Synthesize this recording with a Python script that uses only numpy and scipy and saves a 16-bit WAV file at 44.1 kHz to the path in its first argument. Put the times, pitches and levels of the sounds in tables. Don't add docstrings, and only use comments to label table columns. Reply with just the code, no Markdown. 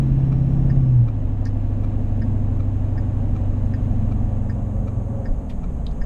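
import sys
import numpy as np
from scipy import signal
from scipy.fft import rfft, irfft
from scipy.io import wavfile

SR = 44100
rng = np.random.default_rng(int(sys.argv[2]) if len(sys.argv) > 2 else 0)


def unload_wav(signal):
    wavfile.write(
        sys.argv[1],
        SR,
        np.round(np.clip(np.atleast_2d(signal).T, -1, 1) * 32767).astype(np.int16),
    )


N = 266893
T = np.arange(N) / SR


def gain_of(db):
    return 10 ** (np.asarray(db) / 20)


def evened(x):
    return x / np.sqrt(np.mean(x ** 2) + 1e-20)


def curves(rows):
    s, *columns = np.transpose(rows)
    return [np.interp(T, s, column) for column in columns]


def read(points, hz):
    f, value_db = np.transpose(points)
    return np.interp(np.log(hz + 1), np.log(f + 1), value_db)


def add(mix, start_s, sound):
    part = mix[max(round(start_s * SR), 0):][:len(sound)]
    part += sound[:len(part)]


def filtered_noise(size, gain):
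    return irfft(rfft(rng.standard_normal(size)) * gain, size)


def noise(points, peaks=()):
    hz = np.fft.rfftfreq(N, 1 / SR)
    shape_db = read(points, hz)
    for pitch_hz, width_hz, peak_db in peaks:
        shape_db = shape_db + peak_db / (1 + (2 * (hz - pitch_hz) / width_hz) ** 2)
    return evened(filtered_noise(N, gain_of(shape_db)))


def wander(rate_hz):
    size = 2048
    hz = np.fft.rfftfreq(size, N / SR / size)
    slow = filtered_noise(size, 1 / (1 + (hz / rate_hz) ** 2))
    return np.interp(T, np.linspace(0, T[-1], size), evened(slow))


def cabin(x, wet_db, t60_s=0.11):
    t = np.arange(6000) / SR
    tail = rng.standard_normal(len(t)) * np.exp(-np.log(1000) * t / t60_s) * (t > .002)
    reflections = signal.fftconvolve(x, tail / np.linalg.norm(tail))[:N]
    return x + gain_of(wet_db) * reflections


# time_s, clatter_db, hiss_db
FINE_LEVELS = [(0, -54.5, -71), (.7, -56.5, -70), (1.1, -58.5, -73), (1.8, -57, -70.5), (3, -57.5, -68.5),
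               (3.9, -56.5, -68), (4.4, -59.5, -67.5), (4.8, -63, -66.5), (5.4, -64.5, -67),
               (6.05, -62, -66)]
# pitch_hz, relative density_db (per Hz)
HISS_SPECTRUM = [(2000, -4.5), (4200, -16.5), (5700, -16.5), (6150, -1), (6480, 6.5), (6950, 0.5),
                 (8000, -2.5), (9100, -4.5), (10300, -26.5), (11600, -12.5), (13000, -20), (14400, -17.5)]


def air():
    _, hiss_db = curves(FINE_LEVELS)
    return gain_of(hiss_db + .4 * wander(12)) * noise(HISS_SPECTRUM)


# time_s, rumble_db (only its swing about the mean is used), tyre_db
ROAD_LEVELS = [(0.05, -22, -42.5), (0.23, -28, -41.5), (0.46, -28, -42), (0.66, -23, -41),
               (0.91, -29, -44.5), (1.57, -35.5, -43), (1.72, -30.5, -42.5), (1.87, -30, -42),
               (2.5, -31, -42), (3.13, -32.5, -41), (3.25, -29.5, -41), (3.56, -29, -42),
               (4.19, -26.5, -41), (4.44, -28.5, -42), (4.84, -25.5, -41.5), (5.2, -26.5, -41.5),
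               (5.3, -28.5, -40), (5.32, -28, -42.5), (5.72, -27, -43), (5.87, -29, -42.5), (6.0, -28, -43)]
# pitch_hz, relative density_db (per Hz)
RUMBLE_SPECTRUM = [(7, -26.5), (17, 1.5), (24, 0), (35, 1), (52, -0.5), (68, -14), (95, -11.5),
                   (120, -12.5), (150, -8), (180, -16), (225, -10.5), (260, -15), (300, -20.5),
                   (360, -34.5), (600, -76)]
# pitch_hz, relative density_db (per Hz)
TYRE_SPECTRUM = [(250, -24.5), (360, -4), (480, -5.5), (600, -2), (760, -7), (1000, -13.5), (1200, -19),
                 (1400, -23), (2500, -35.5), (6000, -55.5)]
# pitch_hz, width_hz, peak_db
CAB_STANDING_WAVES = [(431, 49, 5), (525.6, 22, 4.5), (733, 21, 5), (863, 11, 3), (1145, 44, 7)]


def road(body_db=-28.5, follow=0.92, rumble_swell_db=1, tyre_swell_db=0.62):
    rumble_db, tyre_db = curves(ROAD_LEVELS)
    rumble_swing_db = follow * (rumble_db - rumble_db.mean())
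    body_level_db = body_db + rumble_swing_db + rumble_swell_db * wander(6.1)
    body = gain_of(body_level_db) * noise(RUMBLE_SPECTRUM)
    tyre_level_db = tyre_db + tyre_swell_db * wander(33)
    return body + gain_of(tyre_level_db) * noise(TYRE_SPECTRUM, CAB_STANDING_WAVES)


# time_s, level_db
MOAN_LEVELS = [(0, -66), (2.8, -57.5), (4.3, -52), (4.8, -48), (5.3, -44.5), (5.6, -65), (6.05, -60)]


def moan(centre_hz=545, width_hz=30):
    hz = np.fft.rfftfreq(N, 1 / SR)
    resonance = 1 / (1 + (2 * (hz - centre_hz) / width_hz) ** 2)
    level_db, = curves(MOAN_LEVELS)
    return gain_of(level_db) * evened(filtered_noise(N, resonance))


# centre_s, level_db (peak), pitch_hz, length_s
BUMP_EVENTS = [(4.983, -25.5, 116.3, 0.07), (5.316, -14.5, 27.23, 0.093), (6.016, -11.5, 26.7, 0.052)]


def bumps():
    out = np.zeros(N)
    for centre_s, level_db, pitch_hz, length_s in BUMP_EVENTS:
        t = np.arange(-length_s / 2, length_s / 2, 1 / SR)
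        swing = np.hanning(len(t)) * np.cos(2 * np.pi * pitch_hz * t)
        add(out, centre_s - length_s / 2, gain_of(level_db) * swing)
    return out


# start_s, level_db, centre_hz, width_octaves, rise_s, decay_s
CLICK_EVENTS = [(1.4529, -42.5, 5267, 0.19, 0.00081, .003), (1.463, -58, 5110, 0.3, .003, 0.013),
                (1.47, -48.5, 4560, 0.2, .0006, 0.0015), (5.493, -47.5, 2602, 0.45, 0.0033, 0.012),
                (5.866, -34, 3680, 0.2, 0.00056, 0.0014), (5.867, -63, 6036, 0.35, 0.00052, 0.0021),
                (5.911, -57, 3586, 0.56, .001, .003)]


def clicks():
    size = 4096
    t, hz, out = np.arange(size) / SR, np.fft.rfftfreq(size, 1 / SR), np.zeros(N)
    for start_s, level_db, centre_hz, width_octaves, rise_s, decay_s in CLICK_EVENTS:
        distance_octaves = np.log2((hz + 1) / centre_hz)
        resonance = 1 / (1 + (distance_octaves / width_octaves) ** 4) ** .5
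        shape = (1 - np.exp(-t / rise_s)) ** 2 * np.exp(-t / decay_s)
        burst = evened(filtered_noise(size, resonance))
        add(out, start_s, gain_of(level_db) * shape / shape.max() * burst)
    return out


# pitch_hz, relative level_db, t60_s
TICK_RING = [(1670, -9, .03), (1762, 6.5, 0.02), (2050, -7.5, 0.023), (4880, -15.5, 0.054),
             (5110, -11, 0.025), (5210, -18.5, 0.023)]
# pitch_hz, relative level_db, t60_s
TOCK_RING = [(1210, 2, 0.041), (1294, 5, 0.021), (1720, -6.5, .015), (2342, -0.5, 0.032),
             (3650, -12.5, 0.017), (3860, -13, 0.034), (5750, -16, 0.039)]
# delay_s, relative level_db
TICK_CHATTER = [(-.0044, -11), (0, 0), (.006, -2)]
# delay_s, relative level_db
TOCK_CHATTER = [(-.0092, -6), (-.0046, -5), (0, 0)]
FLASH_PERIOD_S, FIRST_TICK_S, FIRST_TOCK_S = .7593, .701, .3262
TICK_DB, TOCK_DB = -38.5, -43.5


def relay(first_s, level_db, modes, chatter, snap_db, snap_decay_s=0.002, rise_s=0.00057):
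    t, out = np.arange(4096) / SR, np.zeros(N)
    ring = np.zeros(len(t))
    for pitch_hz, mode_db, t60_s in modes:
        decay = np.exp(-np.log(1000) * t / t60_s)
        ring += gain_of(mode_db) * decay * np.sin(2 * np.pi * pitch_hz * t)
    band = signal.butter(2, [900, 4500], "band", fs=SR)
    onset = 1 - np.exp(-t / rise_s)
    for throw_s in np.arange(first_s, T[-1], FLASH_PERIOD_S):
        for delay_s, blow_db in chatter:
            hit = evened(signal.lfilter(*band, rng.standard_normal(len(t))))
            snap = gain_of(snap_db) * hit * np.exp(-t / snap_decay_s)
            add(out, throw_s + delay_s, gain_of(level_db + blow_db) * (ring + snap) * onset)
    return out


def flasher():
    ticks = relay(FIRST_TICK_S, TICK_DB, TICK_RING, TICK_CHATTER, snap_db=-17.5)
    tocks = relay(FIRST_TOCK_S, TOCK_DB, TOCK_RING, TOCK_CHATTER, snap_db=-8.5)
    return ticks + tocks


# time_s, pitch_hz, level_db
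WHEEL_HUM = [(0, 221.5, -43.5), (.6, 222.8, -34), (1.1, 223.7, -44.5), (1.5, 223.5, -43.5), (2, 222.8, -37),
             (2.35, 220.8, -30.5), (2.7, 220.3, -46.5), (3.4, 214.6, -45), (3.9, 211.5, -35.5),
             (4.6, 204.7, -33), (5, 199.2, -40), (5.4, 189.1, -41), (6.05, 164.3, -43.5)]


def wheels(waver=0.16):
    pitch_hz, level_db = curves(WHEEL_HUM)
    turn = np.exp(2j * np.pi * np.cumsum(pitch_hz) / SR)
    swing = 1 + waver * (wander(12) + 1j * wander(2.4))
    return np.sqrt(2) * gain_of(level_db) * (turn * swing).real


# time_s, pitch_hz, level_db
TURBO_WHISTLE = [(0, 5560, -83), (.25, 5550, -78), (.6, 5480, -74.5), (.75, 5500, -85), (.87, 5390, -72.5),
                 (1, 5335, -86), (1.15, 5050, -110)]


def turbo():
    pitch_hz, level_db = curves(TURBO_WHISTLE)
    phase = 2 * np.pi * np.cumsum(pitch_hz + 6 * wander(30)) / SR
    return gain_of(level_db + wander(25)) * np.sqrt(2) * np.sin(phase)


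# pitch_hz, relative density_db (per Hz)
CLATTER_SPECTRUM = [(600, -3.5), (1100, -5.5), (1450, -2.5), (1750, -0.5), (2050, -5), (2800, -5.5),
                    (3400, -12.5), (4100, -13.5), (4650, -23.5), (5100, -17), (5800, -23.5), (9000, -35)]


def clatter(cycles, depth=0.12, uneven=0.044):
    clatter_db, _ = curves(FINE_LEVELS)
    firing_swell = depth * np.cos(2 * np.pi * 8 * cycles)
    uneven_swell = uneven * np.cos(2 * np.pi * 2 * cycles)
    beat = 1 + firing_swell + uneven_swell
    return gain_of(clatter_db) * evened(noise(CLATTER_SPECTRUM) * beat)


# time_s, firing_hz, firing_db, tenth_db (10th order of the four-stroke cycle)
ENGINE_TONES = [(0.0, 133.7, -20, -45.5), (0.25, 133.8, -18.5, -29), (0.6, 134.4, -19.5, -28.5),
                (0.8, 133, -17.5, -31.5), (0.9, 126.6, -16, -36), (1.0, 119.8, -11, -40),
                (1.1, 109.4, -23.5, -35.5), (1.2, 101.8, -25.5, -43.5), (1.5, 100.9, -23.5, -37.5),
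                (1.9, 101.1, -24, -39), (2.3, 100.4, -22.5, -30.5), (2.7, 99, -22.5, -35),
                (3.1, 98.2, -23.5, -30), (3.5, 97.53, -23.5, -35.5), (3.9, 96.47, -24, -28.5),
                (4.3, 94.7, -24.5, -28.5), (4.7, 92.57, -28.5, -29), (5.0, 90.55, -28, -28.5),
                (5.2, 88.9, -29.5, -29.5), (5.4, 81.83, -34.5, -52), (5.6, 76.23, -35.5, -54),
                (5.8, 71.05, -29.5, -55), (6.05, 64.6, -37.5, -58)]
# time_s, load (0-1), side_db (shift of all side orders)
ENGINE_LOAD = [(0, 1, -2.5), (.8, 0.96, 0), (1.1, 0, -1), (1.5, 0, 0), (2.8, 0, 1), (4.1, 0.05, 0.5),
               (4.6, 0.1, -3.5), (5.1, 0.02, -8.5), (5.5, 0, -1.5), (6.05, 0.01, -2)]
SIDE_ORDERS = [2, 4, 5, 6, 7, 9, 11, 12, 14, 15, 16, 17, 18, 19, 20, 21, 22, 24, 25, 26]
PULLING_LEVELS = [-26.5, -24.5, -33, -36, -33.5, -49, -38, -50, -54, -40.5, -38.5, -44.5, -48.5, -38.5, -41,
                  -54.5, -59, -57.5, -47, -60]
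COASTING_LEVELS = [-28, -31, -29.5, -33.5, -52.5, -51, -43, -45, -40, -49, -48.5, -59.5, -50.5, -44.5, -45,
                   -42.5, -53, -45.5, -48.5, -45.5]
# pitch_hz, response_db
CAB_RESPONSE = [(16, -5.5), (25, 1.5), (60, -2.5), (85, -1), (120, 3.5), (150, -2.5), (185, -3.5), (220, 3),
                (260, 3.5), (300, -1.5), (335, -2.5), (375, -12), (420, -1.5), (460, -8)]


def engine(cycles, firing_hz, waver=.16, shake=0.072, scatter=1.3):
    _, firing_db, tenth_db = curves(ENGINE_TONES)
    load, side_db = curves(ENGINE_LOAD)
    load = np.clip(load, 0, 1)
    angle = 2 * np.pi * cycles
    out = -gain_of(firing_db) * (1 + shake * wander(14)) * np.cos(8 * angle)
    out -= gain_of(tenth_db) * np.cos(10 * angle)
    for order, pulling_db, coasting_db in zip(SIDE_ORDERS, PULLING_LEVELS, COASTING_LEVELS):
        level_db = side_db + coasting_db + load * (pulling_db - coasting_db)
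        level_db = level_db + read(CAB_RESPONSE, order * firing_hz / 8)
        lag = scatter * (order / 10) ** 2 * rng.standard_normal()
        swing = 1 + waver * (wander(7.8) + 1j * wander(11))
        out -= gain_of(level_db) * (swing * np.exp(1j * (order * angle + lag))).real
    return np.sqrt(2) * out


def scene():
    firing_hz = curves(ENGINE_TONES)[0]
    cycles = np.cumsum(firing_hz) / SR / 8
    rolling = road() + moan() + bumps()
    small_sounds = cabin(clicks(), wet_db=-9) + cabin(flasher(), wet_db=-9.5)
    motor = wheels() + turbo() + clatter(cycles) + engine(cycles, firing_hz)
    return (air() + rolling + small_sounds + motor)[None]


def record(dry):
    low_pass = signal.firwin(511, 14400, window=("kaiser", 9), fs=SR)
    return signal.oaconvolve(dry, low_pass[None], "same")


dry = scene()
out = record(dry)
unload_wav(out)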